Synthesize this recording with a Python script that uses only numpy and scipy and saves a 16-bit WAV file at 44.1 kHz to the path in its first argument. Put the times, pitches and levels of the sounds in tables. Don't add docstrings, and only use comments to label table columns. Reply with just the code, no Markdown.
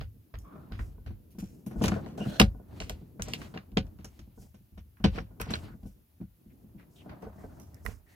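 import sys
import numpy as np
from scipy.fft import rfft, irfft, next_fast_len
from scipy.io import wavfile
from scipy.ndimage import uniform_filter1d, map_coordinates

SR = 44100
rng = np.random.default_rng(int(sys.argv[2]) if len(sys.argv) > 2 else 0)


def wrap_up_sound(samples):
    columns = np.atleast_2d(samples).T
    tamed = np.clip(columns, -1, 1)
    steps = np.round(tamed * 32767).astype(np.int16)
    wavfile.write(sys.argv[1], SR, steps)


N = 359409

# (time [s], panel level [dB], cabin boom re panel [dB], upper tones re panel [dB])
KNOCK_EVENTS = [(0.009, -42, 11, 1), (0.337, -42, 14.5, -2.5), (0.713, -34.5, 9.5, -8.5),
                (0.789, -34.5, 11, -8), (0.875, -52, 16, -26), (0.937, -56, 13, -20), (0.979, -48, 8, -4.5),
                (1.061, -43.5, 20, -2), (1.103, -36, 2.5, -13.5), (1.349, -40.5, -5, -16),
                (1.382, -31, -7, -14.5), (1.423, -26, -13, -18.5), (1.664, -27, -16, -15),
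                (1.71, -31.5, -28, -12), (1.757, -26, -0.5, -13), (1.812, -12.5, -35, -10),
                (1.84, -20, -6, -1.5), (1.863, -29.5, -29, -2), (1.884, -19.5, -25, -14),
                (1.918, -17, -18, -10), (1.961, -29, -8, 0.5), (2.061, -34, -38, -1.5),
                (2.178, -26, -12, -7.5), (2.206, -24, -24, -7.5), (2.26, -21.5, -12, -16),
                (2.401, -3, -9, -8.5), (2.545, -39.5, -4, -7.5), (2.596, -41, -26, -5),
                (2.804, -32, 2, -2.5), (2.896, -37.5, 6.5, 4.5), (3.013, -36.5, -13.5, -17),
                (3.193, -30, 2, -7.5), (3.277, -37, -14, -2.5), (3.333, -31.5, -13, -7),
                (3.539, -36, -10, -4.5), (3.557, -30, -26.5, -6), (3.72, -37, 2.5, -18),
                (3.768, -13.5, -8, -6.5), (3.99, -37.5, -7.5, -17), (4.042, -37.5, -3, -6),
                (4.192, -40.5, 4, -19.5), (4.274, -43, -7.5, -20), (4.375, -38.5, -2, -10.5),
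                (4.419, -49, -4.5, -10), (4.541, -44.5, -10.5, -8.5), (4.603, -50.5, -4.5, -27),
                (4.722, -48.5, 7.5, -23), (4.773, -38.5, -1.5, -10.5), (5.001, -36.5, 5, -12),
                (5.041, -9, -7.5, -7.5), (5.176, -28, -2, -2), (5.211, -34, -3.5, -15.5),
                (5.307, -55, -4, 4), (5.4, -30.5, 1.5, -0.5), (5.464, -34.5, -15, -6),
                (5.487, -32.5, -8, -26), (5.501, -46, -17, 7.5), (5.534, -34.5, -8.5, -0.5),
                (5.628, -40, -16.5, -14), (5.7, -39.5, -1, -13), (5.736, -36, -10, -17),
                (5.829, -40, 4.5, -13), (5.854, -33, -13.5, -14), (6.201, -36.5, -19, -17.5),
                (6.212, -27, -9.5, -23.5), (6.46, -42.5, -3.5, -29.5), (6.643, -41, -11.5, -25),
                (6.747, -36, -8, -29), (7.058, -39, -17.5, -3), (7.226, -42.5, -7.5, 4),
                (7.264, -38.5, -2, 1.5), (7.437, -39.5, 1, 0.5), (7.85, -41.5, 14.5, 0),
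                (7.881, -40, 5.5, -3), (7.911, -54, -5, 0)]
# (frequency [Hz], level [dB], time to fall 60 dB [s])
CABIN_MODES = [(46.5, 1, 0.54), (55.3, 3, 0.43), (77.4, 0, 0.41), (103, -3.5, 0.43)]
PANEL_MODES = [(132, -2.5, 0.15), (179.9, -1, .13), (204.95, 2.5, .12), (239.7, -1.5, 0.075),
               (317, -7.5, .1)]
UPPER_MODES = [(425, 3, 0.1), (465.3, 6, 0.075), (534, -4, 0.16), (643, 9, 0.043), (745.6, 1, 0.088),
               (858, -9, 0.089), (931, -2.5, 0.062), (1010, 0, 0.039), (1473, -10.5, 0.13),
               (1614, -13.5, 0.015)]
WOOD_DAMPING, CABIN_DAMPING, SOFTNESS = 0.96, 0.69, 0.99

# (time [s], level [dB], low part re level [dB], bright part re level [dB], airy part re level [dB],
#  ring pitch [Hz], ring re level [dB], tail time to fall 60 dB [s], tail re crack [dB])
CLICK_EVENTS = [(0.0094, -40.5, 4.5, -26, -25, 1465, -15, .14, -9.5),
                (0.3386, -53, 10, -26, -26.5, 1367, -22, 0.12, 1.5),
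                (0.3861, -56, -22, 2, 4, 6614, 5, 0.33, -18),
                (0.7198, -44.5, 5.5, -26, -22, 1350, -6, 0.37, -9.5),
                (0.7901, -52.5, 16, -22, -28, 1885, 14, 0.13, -1.5),
                (1.061, -51.5, 4.5, -22, -21, 1836, -2, 0.2, -2),
                (1.305, -69, -11, -9, 2, 4770, -5, 0.36, -1.5),
                (1.385, -51.5, 1, -4.5, -3.5, 1430, -15, 0.41, -4.5),
                (1.6622, -55, 2, -6.5, 2.5, 1210, -14, 0.24, -3),
                (1.7096, -64, 13, -8, -3, 1390, -5, 0.18, 0.5),
                (1.8184, -45, -16, -6.5, -18.5, 1270, 4, 0.36, 3),
                (1.8375, -27.5, -1, -16, -12.5, 3100, -4, 0.15, -0.5),
                (1.8572, -34.5, -8, 1.5, -14.5, 4000, 3, 0.035, -3),
                (1.8798, -30, 7.5, -4.5, -13.5, 1520, -9, .056, -3),
                (1.916, -40.5, 11, -29, -40, 1480, -8, 0.15, -7),
                (1.9396, -47.5, 16.5, -16, -27.5, 1340, -8, 0.18, -7.5),
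                (1.9639, -48, -22, -18, -21.5, 2100, -8, 0.19, -8),
                (2.0604, -47, 3, -13.5, -21, 1610, -8, 0.69, -11.5),
                (2.175, -53.5, -11, -9.5, -12, 1310, 5, 0.42, 1),
                (2.3958, -24, 3, -7.5, -1.5, 5130, 1, 0.15, -11),
                (2.3979, -3, -6, -16, -20, 2870, -7, .1, -12.5),
                (2.4137, -10, -2, -22, -33.5, 3400, -14, 0.065, -8.5),
                (2.8013, -29, -6, -14, -29.5, 4170, -5.5, 0.24, -12.5),
                (2.8187, -43, 9, -9, -25.5, 2780, 6, 0.14, -12),
                (2.895, -27, -4, -11, -12, 3280, -10, .13, -14),
                (3.1951, -55, 18.5, -12.5, -19.5, 1370, -11, 0.19, -5),
                (3.22, -29.5, -2, -1, -5.5, 6330, 2, 0.18, -18),
                (3.2831, -43.5, 4.5, -2, -10, 3200, -18, 0.56, -13),
                (3.3346, -21, -11, -20, -18, 2710, -7, 0.092, -9),
                (3.4157, -42, 7, -15, -22, 1590, -8, 0.26, -9.5),
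                (3.5386, -52, 5, -24, -28, 1430, 14, 0.26, 0),
                (3.5737, -38, 9, -32, -37.5, 2770, 3.5, 0.089, -10.5),
                (3.7168, -55.5, -14, -24, -22, 2910, -10, .085, -12),
                (3.7706, -17, -4, -23.5, -37, 3180, -7, 0.09, -7.5),
                (3.8664, -59.5, 1.5, -11, -16.5, 1506, -8.5, 0.1, -8.5),
                (3.9866, -58.5, 7, -17, -20.5, 1270, -9, 0.84, -8),
                (4.0444, -45, 4.5, 0, -6.5, 2790, -4.5, .13, -7),
                (4.1905, -49, 1.5, -9, -21.5, 1275, -7, 0.16, -11),
                (4.5424, -64.5, 2.5, -9.5, -15, 1440, -6, 0.16, 0),
                (4.776, -57, 3.5, -15.5, -25.5, 1423, 8.5, 0.12, 2),
                (4.969, -68.5, 17, -16.5, -10.5, 1420, -13.5, 0.21, -8),
                (4.9984, -67.5, 15, -16, -9, 1270, -4, 0.35, -7),
                (5.0399, -22, -1, -26, -34.5, 3130, -0.5, 0.12, -2),
                (5.1573, -43.5, 4, -21, -24, 2250, -9, 0.22, -1.5),
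                (5.183, -37, 13, -28, -32, 1970, 7, 0.059, -3.5),
                (5.3985, -38, 10, -12, -13, 1207, -5.5, 0.31, -7.5),
                (5.4111, -42.5, -21, -5.5, 6, 13880, 5.5, 0.053, -7),
                (5.4139, -32, 3, -7, -7.5, 2490, 0.5, .065, -8),
                (5.503, -40.5, 7, -8, -15.5, 1530, -6, 0.23, -2.5),
                (5.5363, -24.5, -4, -33, -29.5, 4140, 7, 0.12, -7),
                (5.5539, -35.5, 0, -12, -28, 1520, 8, 0.099, -26),
                (5.8305, -64, -3, -16.5, -11, 1200, -8.5, 0.11, -5),
                (5.8596, -65, -16, -6.5, 0.5, 4170, 0, 0.24, -2.5),
                (6.2092, -67, 9, -23, -11.5, 1243, -7, 0.19, -5),
                (6.7955, -60, 12.5, -17, -8.5, 1770, -13, 0.22, -8),
                (7.0919, -55, 13, -26, -32.5, 2430, -0.5, 0.2, -2.5),
                (7.22, -61.5, 11, -9, -10.5, 1390, -7.5, 0.22, -1),
                (7.5979, -58, -12, 1, 2, 2090, -3.5, 0.35, -10),
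                (7.7437, -66.5, -7, 13, 13, 6200, -4, 0.078, -20),
                (7.85, -64, 14.5, 4.5, 9, 2000, -5, 0.15, -5),
                (7.8618, -39.5, 17, -7.5, -2, 1930, 11.5, 0.27, -24.5)]
# (frequency [Hz], level per Hz [dB])
LOW_COLOUR = [(150, -72.5), (500, -30.5), (1000, -1), (1500, -1), (2000, -4.5), (2800, -13.5),
              (6000, -79.5)]
MIDDLE_COLOUR = [(500, -73.5), (1500, -20), (2300, -5.5), (2900, -4.5), (3500, -8.5), (4600, -9.5),
                 (6500, -23), (12000, -78.5)]
BRIGHT_COLOUR = [(2000, -75.5), (4000, -23), (5600, 0.5), (7000, -5), (9000, -8.5), (11500, -22.5),
                 (17000, -68.5)]
AIRY_COLOUR = [(3500, -82.5), (7000, -24), (9500, -1), (12000, 3), (15500, -4.5), (18000, -60.5)]
CLICK_RING_S, CRACK_LENGTH = 0.022, .85

# (time [s], length [s], first centre [Hz], last centre [Hz], band width [Hz], level [dB])
SLIDE_EVENTS = [(0.438, 0.18, 1110, 1188, 200, -60), (0.5, 0.2, 1405, 1247, 280, -67),
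                (2.198, 0.054, 2800, 2920, 220, -49), (2.169, 0.31, 1404, 1620, 463, -55),
                (2.177, 0.32, 615, 643, 199, -48.5), (2.188, 0.29, 2740, 2830, 900, -61),
                (2.264, 0.19, 3250, 3520, 600, -58), (2.327, .09, 5800, 5900, 1200, -63),
                (2.262, 0.21, 4120, 4240, 397, -58), (5.141, 0.083, 5140, 5610, 900, -64),
                (5.611, 0.151, 1306, 1466, 656, -62), (6.495, 0.037, 2210, 2115, 1206, -75.5),
                (6.779, 0.068, 2172, 1902, 1370, -69), (6.955, .085, 3600, 2600, 1100, -65),
                (7.37, 0.092, 1893, 2035, 400, -70), (7.734, 0.091, 1877, 1765, 553, -71),
                (7.853, 0.092, 2030, 1996, 2700, -62), (8.061, 0.15, 1906, 1980, 652, -69)]
OVERTONE_LEVELS = [-20, -24]

# (time [s], length [s], level [dB], grit re level [dB])
WOOD_STROKES = [(0, 0.033, -53, 4), (0.41, 0.96, -62.5, -15), (1.054, 0.25, -81, -12),
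                (1.654, 0.22, -61, -18), (1.754, 0.34, -41.5, -11), (1.988, .17, -66, 1),
                (2.15, .3, -58.5, 2), (2.415, 0.053, -58, -8), (2.618, 0.44, -59, -6.5),
                (2.789, 0.41, -67, 0), (3.213, 0.24, -50.5, -1.5), (3.336, 0.23, -56.5, -1.5),
                (3.504, 0.19, -65.5, -7.5), (3.776, 0.2, -67, -16), (4.017, 0.49, -73.5, 1.5),
                (4.376, 0.18, -65.5, -7), (5.098, 0.17, -50.5, -3.5), (5.453, 0.17, -45.5, -4.5),
                (5.559, 0.25, -64.5, 4), (6.444, 1, -84.5, -11.5), (6.881, 0.42, -70.5, -4),
                (6.999, 0.98, -75, -6.5), (7.036, 0.23, -57, -21.5), (7.194, 0.15, -59.5, -18),
                (7.348, 0.41, -64.5, -15), (7.593, 0.48, -78, -5.5), (8.032, 0.26, -71, 3.5)]
# (time [s], length [s], level [dB])
CLOTH_SWISHES = [(0, 0.07, -76), (0.725, 0.27, -64), (1.37, 0.38, -71.5), (1.705, 0.43, -57.5),
                 (2.12, 0.51, -57), (2.62, 0.58, -67), (3.257, 0.4, -64), (4.039, 0.33, -75.5),
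                 (4.337, 0.248, -62), (5.067, .22, -70), (5.396, 0.56, -67.5), (5.811, 0.2, -73.5),
                 (6.877, 0.256, -66), (7.112, 0.98, -74.5), (7.545, 0.62, -80), (7.801, 0.23, -59),
                 (8.04, 0.215, -69)]
# (time [s], cabin rumble [dB], panel rub [dB], scrape [dB])
HAND_LEVELS = [(0.0, -32, -67.5, -113), (0.36, -75.5, -61.5, -74.5), (0.59, -53, -53.5, -61.5),
               (0.95, -54, -58.5, -105), (1.18, -54.5, -60, -83), (1.7, -61, -50.5, -77),
               (1.86, -30, -48.5, -53), (2.31, -63, -41, -62), (2.54, -52.5, -55, -70),
               (3.27, -54.5, -53, -76), (3.4, -48, -51, -71), (3.54, -55, -57, -73), (4.2, -52, -63.5, -81),
               (4.72, -60, -71, -85.5), (5.01, -57, -66.5, -83.5), (5.15, -58, -62, -77),
               (5.63, -40.5, -50.5, -63), (5.79, -50, -58, -72.5), (5.95, -58.5, -64.5, -84),
               (6.2, -69, -74, -86.5), (6.6, -57, -60.5, -81.5), (7.31, -55, -54.5, -60.5),
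               (7.69, -49.5, -57, -68), (8.15, -65, -70.5, -81.5)]
# (frequency [Hz], level per Hz [dB])
RUMBLE_COLOUR = [(15, -45.5), (30, -10), (50, -8.5), (80, -1), (120, -9.5), (180, -30), (400, -70)]
RUB_COLOUR = [(70, -41.5), (130, 3.5), (200, 2), (300, -2), (500, -13), (800, -28.5), (1400, -49),
              (4000, -90)]
SCRAPE_COLOUR = [(120, -86), (300, -42), (600, 8), (900, 2), (1300, -4), (1800, -9.5), (2600, -28.5),
                 (6000, -81.5)]
GRIT_COLOUR = [(500, -80), (1200, -30.5), (2000, -2), (2900, -3.5), (3600, -6), (4500, -5), (6500, -27),
               (12000, -84.5)]
SWISH_COLOUR = [(1200, -80), (3000, -28), (5000, -1), (6500, 0), (8000, -3), (12000, -5), (16000, -8),
                (18000, -60)]
LUMP_DEPTHS = (2.2, 2.2, 2.0, 1.8, 1.5)
# (grit [dB], swish [dB])
REST_LEVELS = (-93.5, -87.5)
RISE, FALL, BEND = 0.34, 0.71, 2.4
STROKE_RUB_DB, STROKE_RUMBLE_DB = 6.5, 6

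# (time [s], lag of the left port [ms], left-right balance [dB])
PHONE_TURN = [(.7, -0.6, -1), (1.9, -0.28, 1.5), (2.348, 0.22, 0), (5.9, 0.39, 0.5), (7.1, 0.86, 0.5),
              (7.498, 0.1, -2), (7.852, 0, -11)]
# (frequency [Hz], likeness [0 to 1])
PORT_LIKENESS = [(40, 0.81), (150, 0.99), (350, 0.42), (700, 0.18), (2000, 0.14), (8000, 1), (16000, 0.41)]
# (frequency [Hz], level per Hz [dB])
HISS_COLOUR = [(180, -36.5), (300, -3.5), (367, -11.5), (1770, -12.5), (2210, -13.5), (2570, -12.5),
               (8580, -20.5), (10500, -9.5), (15200, -5.5), (16500, -22.5)]
HISS_DB = -77.5 + 5.0
LOW_CUT_HZ, TOP_HZ = 47, 16000


def amp(db):
    return 10 ** (np.asarray(db) / 20)


def unit(x):
    return x / np.sqrt(np.mean(x ** 2, axis=-1, keepdims=True) + 1e-20)


def along(points, hz):
    f, value = np.transpose(points)
    return np.interp(np.log(hz + 1), np.log(f + 1), value)


def curves(rows):
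    s, *columns = np.transpose(rows)
    return [np.interp(np.arange(N) / SR, s, column) for column in columns]


def wobble(rate):
    points = rng.standard_normal(int(N * rate / SR) + 4)
    return map_coordinates(points, [np.arange(N) * rate / SR])


def filtered(x, response):
    n = x.shape[-1]
    m = next_fast_len(n + 4096)
    spectrum = rfft(x, m) * response(np.fft.rfftfreq(m, 1 / SR))
    return irfft(spectrum, m)[..., :n]


def ports(pair, colour):
    def response(hz):
        angle = np.arccos(np.clip(along(PORT_LIKENESS, hz), -1, 1)) / 2
        shares = np.array([np.cos(angle), np.sin(angle)])[:, None]
        return amp(along(colour, hz)) * shares

    mid, side = filtered(pair, response)
    return np.array([mid + side, mid - side])


def add(track, rows, times):
    for k, s in enumerate(times):
        part = track[:, round(s * SR):][:, :rows.shape[2]]
        part += rows[:, k, :part.shape[1]]


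def balanced(sound, balance_db):
    return sound * np.array([amp(balance_db / 2), amp(-balance_db / 2)])


def knocks():
    s, panel_db, boom_db, upper_db = np.transpose(KNOCK_EVENTS)[:, :, None]
    t = np.arange(SR // 3) / SR
    # modes, level [dB], factor on fall time, build-up time before softness [s], left-right spread
    groups = (
        (CABIN_MODES, panel_db + boom_db - 2.5, CABIN_DAMPING, .012, .18),
        (PANEL_MODES, panel_db - 3.5, WOOD_DAMPING, .004, .11),
        (UPPER_MODES, panel_db + upper_db - 8.5, WOOD_DAMPING, .002, .6),
    )
    sound = 0
    for modes, group_db, damping, rise, spread in groups:
        for hz, mode_db, t60 in modes:
            size, detune, start, lean = rng.standard_normal((len(s), 4)).T[:, :, None]
            phase = 2 * np.pi * hz * (1 + .02 * detune) * t + .4 * start
            level_db = group_db + mode_db + 1.8 * size
            build_up = 1 - np.exp(-t / (rise * SOFTNESS))
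            envelope = amp(level_db - 60 * t / (t60 * damping)) * build_up
            apart = spread * np.array([lean, -lean])
            sound = sound + envelope * amp(0.87 * apart) * np.sin(phase + apart)
    when, _, balance_db = np.transpose(PHONE_TURN)
    balance = np.interp(s, when, balance_db) + 0.76
    track = np.zeros((2, N))
    add(track, balanced(sound, balance), s[:, 0] + .0012)
    return track


def clicks():
    s, db, low_db, bright_db, airy_db, hz, ring_db, t60, tail_db = np.transpose(CLICK_EVENTS)[:, :, None]
    lead = .003
    t = np.clip(np.arange(SR // 4) / SR - lead, 0, 1)
    chatter = uniform_filter1d(rng.standard_normal((len(s), len(t))), size=130, axis=1)
    rattle = amp(2.0 * unit(chatter) - 0.5)
    ring = amp(db + ring_db - 60 * t / CLICK_RING_S) * np.sin(2 * np.pi * hz * t)
    sound = ring * (1 - np.exp(-t / 0.00068))
    # colour, level re click [dB], crack fall time before its length factor [s], factor on tail time
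    parts = (
        (LOW_COLOUR, low_db - 8.0, .022, 1.1),
        (MIDDLE_COLOUR, -4., .012, 1.01),
        (BRIGHT_COLOUR, bright_db + 4.5, .008, .85),
        (AIRY_COLOUR, airy_db + 3.5, .005, .62),
    )
    for colour, part_db, crack_fall, keep in parts:
        crack = amp(-60 * t / (crack_fall * CRACK_LENGTH))
        tail_fade = amp(tail_db - 60 * t / (keep * np.clip(t60, .02, .5)))
        tail = tail_fade * (1 - np.exp(-t / 0.0022)) * rattle
        force = (crack + tail) * (t > 0)
        burst = force * rng.standard_normal((len(s), 2, len(t))).transpose(1, 0, 2)
        power = amp(2 * along(colour, np.linspace(0, SR / 2, num=999)))
        passed = np.sqrt(np.mean(power))
        sound = sound + ports(burst, colour) * amp(db + part_db) / passed
    when, lag_ms, balance_db = np.transpose(PHONE_TURN)
    lag = np.interp(s, when, lag_ms) / 1000
    delays = np.clip(np.array([lag, -lag]), 0, 1)
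    sound = filtered(sound, lambda f: np.exp(-2j * np.pi * f * delays))
    balance = np.interp(s, when, balance_db) - 0.7
    track = np.zeros((2, N))
    add(track, balanced(sound, balance), s[:, 0] + .0011 - lead)
    return track


def slides():
    s, length, first_hz, last_hz, width_hz, db = np.transpose(SLIDE_EVENTS)[:, :, None]
    t = np.arange(round(length.max() * SR)) / SR
    u = np.clip(t / length, 0, 1)
    draw = rng.standard_normal((len(s), 4, len(t))).transpose(1, 0, 2)
    draw[2:] = 0.28 * draw[:2] + 1.6 * draw[2:]
    phase = 2 * np.pi * np.cumsum(first_hz + (last_hz - first_hz) * u, axis=1) / SR
    shape = np.clip(12 * u, 0, 1) * np.clip(5 * (1 - u), 0, 1)
    song = 0
    for k, over_db in enumerate([0, *OVERTONE_LEVELS], 1):
        slow = unit(filtered(draw, lambda f: 1 / (1 + (2 * f / (k * width_hz)) ** 2)))
        band = slow[::2] * np.cos(k * phase) + slow[1::2] * np.sin(k * phase)
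        song = song + amp(over_db) * band
    track = np.zeros((2, N))
    add(track, amp(db) * shape * song, s[:, 0])
    return track * amp(1.4 * wobble(76))


def swells(start, length, db):
    step = 32
    u = (np.arange(0, N, step) / SR - start[:, None]) / length[:, None]
    shape = (np.clip(u / RISE, 0, 1) * np.clip((1 - u) / FALL, 0, 1)) ** BEND
    return np.repeat(amp(db) @ shape, step)[:N]


def moves():
    rumble_db, rub_db, scrape_db = curves(HAND_LEVELS)
    s, length, db, grit_db = np.transpose(WOOD_STROKES)
    stroke = swells(s, length, db)
    rumble = amp(rumble_db) + amp(STROKE_RUMBLE_DB) * stroke
    rub = amp(rub_db) + amp(STROKE_RUB_DB) * stroke
    scrape = amp(scrape_db) + stroke
    grit = amp(REST_LEVELS[0]) + swells(s, length, db + grit_db)
    swish = amp(REST_LEVELS[1]) + swells(*np.transpose(CLOTH_SWISHES))
    gains = (rumble, rub, scrape, grit, swish)
    colours = (RUMBLE_COLOUR, RUB_COLOUR, SCRAPE_COLOUR, GRIT_COLOUR, SWISH_COLOUR)
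    rates = (14, 30, 75, 41, 79)
    sound, shared = 0, wobble(12)
    for gain, colour, depth_db, rate in zip(gains, colours, LUMP_DEPTHS, rates):
        lumps = amp(depth_db * wobble(rate) + 1.7 * shared)
        noise = ports(rng.standard_normal((2, 1, N)), colour)[:, 0]
        sound = sound + gain * unit(lumps * noise)
    return sound


def hiss():
    noise = rng.standard_normal((2, N))
    return amp(HISS_DB) * unit(filtered(noise, lambda hz: amp(along(HISS_COLOUR, hz))))


def scene():
    rubbing = moves() * amp([[.4], [-.4]])
    return knocks() + rubbing + clicks() + slides()


def record(dry):
    wet = filtered(dry + hiss(), lambda hz: (1j * hz / (LOW_CUT_HZ + 1j * hz)) ** 2)
    wet = wet / (1 + np.abs(wet / .98) ** 8) ** (1 / 8)
    return filtered(wet, lambda hz: hz < TOP_HZ)


dry = scene()
out = record(dry)
wrap_up_sound(out)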